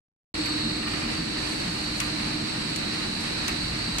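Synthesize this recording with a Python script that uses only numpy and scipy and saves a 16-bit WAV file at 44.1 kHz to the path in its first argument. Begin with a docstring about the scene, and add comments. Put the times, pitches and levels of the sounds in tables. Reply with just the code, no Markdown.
"""Wire drawing and reeling machine

The machine runs steadily in a metal-walled workshop; the sound cuts in after a third of a second.
The reel rumbles and its housing booms, gears and motors hum, and the drive whines in sidebands of
its switching rate. Wire rubs and rattles through resonant guides, scrapes onto the spool, and now
and then a turn snaps into place with a clack."""
import sys
import numpy as np
from scipy import signal
from scipy.fft import rfft, irfft
from scipy.io import wavfile

SR = 44100
rng = np.random.default_rng(int(sys.argv[2]) if len(sys.argv) > 2 else 0)


def int16_out(signal):
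    """Quantize to a 16-bit WAV file."""
    q = np.round(np.clip(np.atleast_2d(signal).T, -1, 1) * 32767)
    wavfile.write(sys.argv[1], SR, q.astype(np.int16))


N = 176400
T = np.arange(N) / SR
HZ = np.maximum(np.arange(N // 2 + 1) * SR / N, 1)

# course of the reel's rumble and of its gears: (time [s], relative level [dB])
REEL_LEVEL = [(.35, -5), (.52, -1), (.7, -0.5), (1.75, 0), (1.95, -2), (2.15, .5), (2.7, 1), (3.3, 0.5),
              (4, -1.5)]


def from_db(db):
    """Amplitude ratio: tenfold for every 20 dB."""
    return 10 ** (np.asarray(db) / 20)


def unit_rms(x):
    """Normalisation to unit mean power."""
    return x / np.sqrt(np.mean(x ** 2) + 1e-20)


def envelope(levels):
    """Amplitude envelope of a level curve, taken about its mean in decibels."""
    db = np.interp(T, *np.transpose(levels))
    return from_db(db - db.mean())


def at_hz(points):
    """Interpolation along logarithmic frequency."""
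    hz, value = np.transpose(points)
    return np.interp(np.log(HZ), np.log(hz), value)


def pan(db):
    """Constant-power law: left and right gains for a level difference."""
    gains = from_db(np.array([[.5], [-.5]]) * db)
    return gains / np.sqrt(np.mean(gains ** 2, axis=0))


def slow_noise(corner_hz, size):
    """Low-pass noise of unit power on a coarse grid."""
    hz = np.arange(size // 2 + 1) * SR / N
    return unit_rms(irfft(rfft(rng.standard_normal(size)) / (1 + (hz / corner_hz) ** 2), size))


def drift(corner_hz, size=4096):
    """Slow random modulation, interpolated to every sample."""
    return np.interp(T, np.linspace(0, N / SR, size), slow_noise(corner_hz, size))


def colour(x, spectrum):
    """Spectral shaping, normalised to unit power."""
    return unit_rms(irfft(rfft(x) * from_db(at_hz(spectrum)), N))


def hall_noise(spectrum):
    """Diffuse field: noise at two points is coherent in the bass and nearly independent above."""
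    # likeness of the channels: (frequency [Hz], coherence [0-1])
    likeness = [(60, .99), (170, 1), (260, 0.85), (430, 0.12), (550, 0.36), (1000, 0.12), (2500, 0.16),
                (8000, 0.04), (14000, 0.089)]
    # level difference: (frequency [Hz], left minus right [dB])
    balance = [(200, 0), (330, -1.5), (650, 3.5), (1000, -1), (1900, -0.5), (2700, -5.5), (4000, -2),
               (4700, -3), (6200, -0.5), (7800, 1), (9500, 7.5), (12000, 1), (15000, 2)]
    # phase difference: (frequency [Hz], left lead [rad])
    lead = [(350, 0), (550, 3), (1000, 2), (1300, 0), (2400, -3), (3600, -2.5), (5000, 1.5)]
    common, independent = rfft(rng.standard_normal((2, N)))
    coherence = np.clip(at_hz(likeness), 0, .999)
    left = common * np.exp(1j * at_hz(lead))
    right = coherence * common + np.sqrt(1 - coherence ** 2) * independent
    return colour(irfft(np.array([left, right]) * pan(at_hz(balance)), N), spectrum)


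def hall_tones(lines, scatter=.3, waver_hz=6, size=2048):
    """Interference: each direct tone adds to reflections that vary along the microphone's path."""
    # almost still, then moving through the standing waves: (time [s], relative speed [ratio])
    mic_speed = [(.35, 0.608), (1.1, .3), (2.7, .3), (3.1, 1.63), (4, 1.813)]
    travel = np.cumsum(np.interp(T, *np.transpose(mic_speed)))
    path = np.linspace(0, travel[-1], size)
    out = np.zeros((2, N))
    for hz, db, pan_db, lead in lines:
        carrier = np.exp(2j * np.pi * (hz * T + rng.random()))
        gains = from_db(db) * pan(pan_db) / np.sqrt(.5 + scatter ** 2)
        for side, direct in enumerate((np.exp(1j * lead), 1)):
            reflected = slow_noise(waver_hz, size) + 1j * slow_noise(waver_hz, size)
            field = gains[side] * (direct + scatter * reflected)
            out[side] += (np.interp(travel, path, field) * carrier).real
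    return out


def reel(rumble_db=-38.5, throb_hz=13.5, throb_depth=.25):
    """Amplitude modulation: the turning shaft makes the rumble throb, over a deep drone."""
    # spectrum of the rumble: (frequency [Hz], relative density [dB])
    rumble_spectrum = [(20, -26), (35, -17), (60, -16.5), (100, -6), (140, 1.5), (230, 1.5), (280, -2.5),
                       (350, -3), (430, -10), (600, -16), (1200, -49)]
    # spectrum of the drone: (frequency [Hz], relative density [dB])
    drone_spectrum = [(20, -18), (32, -5), (52, 3), (72, -1), (105, 1), (135, -0.5), (220, -44.5)]
    # course of the drone: (time [s], level [dB])
    drone_level = [(.35, -42), (1.5, -42.5), (2.2, -42.5), (2.8, -45.5), (3.3, -40.5), (3.85, -39.5),
                   (4, -34.5)]
    throb = 1 + throb_depth * np.sin(2 * np.pi * (throb_hz * T + rng.random()))
    drone = from_db(np.interp(T, *np.transpose(drone_level))) * hall_noise(drone_spectrum)
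    rumble = unit_rms(throb * hall_noise(rumble_spectrum))
    return from_db(rumble_db) * envelope(REEL_LEVEL) * rumble + drone


def housing_booms(length_s=.055):
    """Resonance: the reel's housing booms in short swells, each at one low frequency."""
    # booms: (time [s], frequency [Hz], level [dB])
    booms = [(.66, 225, -36), (1.06, 229, -36), (1.21, 167, -30.5), (1.69, 180, -34), (3.12, 222, -37),
             (3.6, 141, -39), (3.9, 174, -38)]
    out = np.zeros(N)
    for s, hz, db in booms:
        swell = from_db(db) * np.exp(-(2 * (T - s) / length_s) ** 2)
        out += swell * np.sqrt(2) * np.sin(2 * np.pi * (hz * T + rng.random()))
    return out


def gears_and_motors(gear_gain_db=-1, gears_below_hz=265):
    """Periodic vibration gives a line spectrum: low gear tones, with the motors' hum above them."""
    # partials: (frequency [Hz], relative level [dB], left minus right [dB], left lead [rad])
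    lines = [(140, -50.5, 0, 0.1), (166, -49, 0, 0.1), (182, -51, 0, 0.2), (190, -50, 0, 0.1),
             (210, -48, 0, 0.0), (223, -49, 0, 0), (228, -48, 0, -0.1), (267, -52, 0, 0),
             (300, -41, -2, -0.3), (309.3, -50.5, -2, 0), (314, -52, -2, 0.3), (319, -45.5, -4, 0.7),
             (358, -56, -3, 0.5), (377, -55, -3, -1.1), (472, -54, 0, 2.6), (487, -59, 0, 2.6),
             (533, -56, 1, 3.0), (599, -56, 1, -2.9)]
    # course of the hum: (time [s], relative level [dB])
    hum_level = [(.35, 0), (.39, 10.5), (.45, 2.5), (.54, 5.5), (.63, 1.5), (.68, 5.5), (.78, 3.5),
                 (1.4, 3), (1.9, -1), (2.4, 0.5), (2.8, -1.5), (4, -1)]
    gears = hall_tones([row for row in lines if row[0] < gears_below_hz])
    hum = hall_tones([row for row in lines if row[0] >= gears_below_hz])
    return from_db(gear_gain_db) * envelope(REEL_LEVEL) * gears + envelope(hum_level) * hum


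def drive_whine(gain_db=.8, split_hz=4280, scatter=.45, waver_hz=3.6):
    """Modulation sidebands cluster round the speed control's switching rate and its double."""
    # sidebands: (frequency [Hz], relative level [dB], left minus right [dB], left lead [rad])
    sidebands = [(3675, -58, -4, -2.3), (3793, -56, -4, -2.5), (3818, -49.5, -5, -2.7),
                 (3871, -48, -11, -2.7), (3877, -55, -6, -2.7), (3902, -51, -6, -0.9), (3931, -55, -3, 2.7),
                 (3959, -47.5, -4, -3.1), (3985, -56, -4, 3), (4017, -54, -5, 2.9), (4042, -45, -6, 2.3),
                 (4066, -52, 0, -1.6), (4099, -46, -9, 2.4), (4128, -55, -4, 2.5), (4183, -49, -4, 0.5),
                 (4206, -55, -4, 2.6), (4266, -55, -3, 0), (4348, -55, -3, -1.3), (4356, -49.5, -1, -0.7),
                 (4373, -56, -1, 0.2), (4403, -45, 0, -0.4), (4414, -52.5, -1, -1.0), (4424, -52, -2, -0.3),
                 (4470.5, -48, -3, -3.0), (4474.5, -52, -4, -1), (4526, -50, -6, 1.4), (4530.5, -49, -6, 0),
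                 (4535, -54, -4, 0), (4577, -49.5, 0, 0.2), (4587, -51, -1, -2.5), (4592, -55, -2, 0),
                 (4599, -51, -3, -1.6), (4628, -53, -3, -1.7), (4653, -54, -8, -3.1),
                 (4935, -57.5, -2, -0.4), (4957, -60, -6, -2.6), (7860, -65, 3, -0.2), (7974, -56, 0, -0.8),
                 (8000, -61, 0, -0.0), (8008, -63, 7, -1.7), (8028, -61, -1, -1.8)]
    # course of the lines below the split: (time [s], relative level [dB])
    lower_level = [(.35, 0.5), (.48, 3), (.56, 6), (.66, 5.5), (.82, 1), (1, -4.5), (1.25, -1), (1.85, 0),
                   (2.4, 1.5), (3, 2), (3.3, 2.5), (3.53, 1.5), (3.66, 3), (3.77, -1.5), (3.95, 2.7)]
    # course of the lines above it: (time [s], relative level [dB])
    upper_level = [(.35, 1), (.48, 4.5), (.7, 0), (1.8, -.3), (2.55, -.5), (2.64, 2), (2.85, -.5),
                   (3.33, -2), (3.41, 1.5), (3.52, -.8), (3.69, 1), (3.76, -1), (3.85, 3), (4, -1.5)]
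    lower = hall_tones([row for row in sidebands if row[0] < split_hz], scatter, waver_hz)
    upper = hall_tones([row for row in sidebands if row[0] >= split_hz], scatter, waver_hz)
    return from_db(gain_db) * (envelope(lower_level) * lower + envelope(upper_level) * upper)


def wire_rub(level_db=-33.5, flutter_db=.72, flutter_hz=5.7):
    """Sliding friction: wire in the guides gives broadband noise that flutters slightly."""
    # rubbing and the hall's wash: (frequency [Hz], relative density [dB])
    spectrum = [(200, -9), (500, -2.5), (750, -2.5), (1300, -3.5), (1900, -1), (2700, -0.5), (3350, -7),
                (3900, -2), (4700, -2.5), (5300, -6.5), (6300, -13.5), (7900, -12.5), (9200, -13),
                (10800, -29), (13000, -31), (15000, -51)]
    # course of the rubbing: (time [s], relative level [dB])
    level = [(.35, -0.5), (.7, -2), (1, -1), (1.6, 0.1), (2.4, -0.5), (3.1, -0.5), (3.45, 0.9), (4, -1)]
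    return envelope(level) * from_db(level_db + flutter_db * drift(flutter_hz)) * hall_noise(spectrum)


def guide_ringing(contacts):
    """Modal response: each contact excites every damped mode of the guides with a random strength."""
    # modes: (frequency [Hz], bandwidth [Hz], relative level [dB])
    modes = [(1202, 15, -0.5), (1292, 28, -4), (1375, 7.8, -9), (1850, 17, -0.5), (1960, 40, -7),
             (2410, 37, -0.5), (2830, 140, -1)]
    out = np.zeros((2, N))
    for hz, bandwidth, db in modes:
        radius = np.exp(-np.pi * bandwidth / SR)
        feedback = [1, -2 * radius * np.cos(2 * np.pi * hz / SR), radius ** 2]
        force = (contacts + 1e-9) * rng.standard_normal((2, N))
        out += from_db(db) * unit_rms(signal.lfilter([1, 0, -1], feedback, force))
    return unit_rms(out)


def guide_rattle(contacts_per_s=90, spread_db=1, t60_s=.061, noise_db=-46, ring_db=-46):
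    """Poisson impacts: many small contacts add decaying bursts of noise and ring the guides."""
    # spectrum of the bursts: (frequency [Hz], relative density [dB])
    spectrum = [(400, -7.5), (800, 4.5), (1200, 1), (1900, 2.5), (2700, 1.5), (3400, -8.5), (5000, -6),
                (6500, -31), (9000, -19), (11000, -32), (15000, -42)]
    # course of the rattling: (time [s], relative level [dB])
    level = [(.35, 0), (.7, 0.5), (.88, 5), (1.12, 4), (1.22, -5), (1.35, 5.5), (1.55, -3), (2, 3.5),
             (2.8, 0.5), (3.2, -1), (3.45, 2), (3.7, -5.5), (4, 4.5)]
    struck = rng.random(N) < contacts_per_s / SR
    contacts = struck * from_db(spread_db * np.minimum(rng.exponential(1, N), 3))
    power_decay = 1e-6 ** (1 / (t60_s * SR))
    power = signal.lfilter([1], [1, -power_decay], contacts ** 2 + 1e-12)
    bursts = unit_rms(np.sqrt(power) * hall_noise(spectrum))
    return envelope(level) * (from_db(noise_db) * bursts + from_db(ring_db) * guide_ringing(contacts))


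def guide_taps(mean_level_db=-54):
    """Impulse response: a short run of harder taps of the wire leaves the guides ringing."""
    # taps: (time [s], relative level [dB])
    taps = [(.862, 1), (.905, -1), (.936, 2), (.969, -1), (1.016, -6), (1.089, 3), (1.133, -1)]
    s, db = np.transpose(taps)
    contacts = np.zeros(N)
    contacts[(s * SR).astype(int)] = from_db(db)
    return from_db(mean_level_db) * guide_ringing(contacts)


def spool_scrapes(grain_db=3, grain_hz=70, pan_db=3):
    """Friction noise: turns of wire slide against their neighbours in soft, gritty swells of hiss."""
    # scrapes: (time [s], duration [s], level [dB])
    scrapes = [(1.52, 0.14, -48), (1.797, 0.52, -51.5), (2.035, 0.1, -48), (3.2, .2, -50),
               (3.75, 0.22, -60)]
    # spectrum of the hiss: (frequency [Hz], relative density [dB])
    spectrum = [(3000, -22), (6000, 1), (9000, 4), (11000, -6), (14000, -15), (16000, -20)]
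    swell = sum(from_db(db) * np.exp(-(2 * (T - s) / length) ** 2) for s, length, db in scrapes)
    grit = unit_rms(from_db(grain_db * drift(grain_hz)))
    return pan(pan_db) * swell * grit * colour(rng.standard_normal((2, N)), spectrum)


def impact_decay(onset_s, t60_s, attack_s=.0002, hall_t60_s=.3, hall_db=-21):
    """Exponential decay after a quick rise, summed in power with the hall's faint reverberation."""
    age = np.maximum(T - onset_s, 0)
    direct = np.exp(-np.log(1000) * age / t60_s)
    tail = from_db(hall_db) * np.exp(-np.log(1000) * age / hall_t60_s)
    return (1 - np.exp(-age / attack_s)) * np.hypot(direct, tail)


def spool_clacks(snap_t60_s=.024, knock_t60_s=.12, rebound_s=.0015, second_s=.0085, second_db=-4):
    """Impact and rebound: the wire snaps into place and the spool answers with a duller double knock."""
    # clacks: (time [s], snap level [dB], rebound level [dB], knock level [dB], left minus right [dB])
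    clacks = [(0.4577, -37, -33, -30.5, 0), (1.4865, -46, -46, -44, 2), (2.0013, -20.5, -25, -26.5, 4),
              (2.7588, -39, -24.5, -34.5, 11), (3.4795, -27, -22, -29.5, 4), (3.983, -25, -22, -29.5, -1)]
    # spectrum of the wire's snap: (frequency [Hz], relative density [dB])
    snap_spectrum = [(1000, -16), (3000, -1), (5500, 3), (8500, 2), (11000, -11), (15000, -15)]
    # spectrum of the spool's knock: (frequency [Hz], relative density [dB])
    knock_spectrum = [(400, -43), (1000, 0), (1600, 1.5), (2600, 5), (3500, -3.5), (6000, -26),
                      (12000, -19)]
    snap_noise = colour(rng.standard_normal((2, N)), snap_spectrum)
    knock_noise = colour(rng.standard_normal((2, N)), knock_spectrum)
    out = np.zeros((2, N))
    for s, snap_db, rebound_db, knock_db, pan_db in clacks:
        snap = from_db(snap_db) * impact_decay(s, snap_t60_s)
        rebound = from_db(rebound_db) * impact_decay(s + rebound_s, snap_t60_s)
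        out += pan(pan_db) * np.hypot(snap, rebound) * snap_noise
        first_knock = impact_decay(s, knock_t60_s)
        second_knock = from_db(second_db) * impact_decay(s + second_s, knock_t60_s)
        out += from_db(knock_db) * np.hypot(first_knock, second_knock) * knock_noise
    return out


def scene():
    """Superposition: the sound pressures of the machinery and of the running wire add."""
    machinery = gears_and_motors() + drive_whine() + reel() + housing_booms()
    return machinery + wire_rub() + guide_rattle() + guide_taps() + spool_scrapes() + spool_clacks()


def record(dry, start_s=.3401, fade_s=.003, faint_db=-56, bass_hz=60, cutoff_hz=15900):
    """Gating and band limiting: the sound cuts in over a very faint bass, and the top treble is cut."""
    gate = np.clip((T - start_s) / fade_s, 0, 1)
    bass = signal.sosfilt(signal.butter(2, bass_hz, fs=SR, output="sos"), dry)
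    low_pass = signal.cheby2(14, 70, cutoff_hz, fs=SR, output="sos")
    return signal.sosfilt(low_pass, gate * dry + from_db(faint_db) * bass)


dry = scene()
out = record(dry)
int16_out(out)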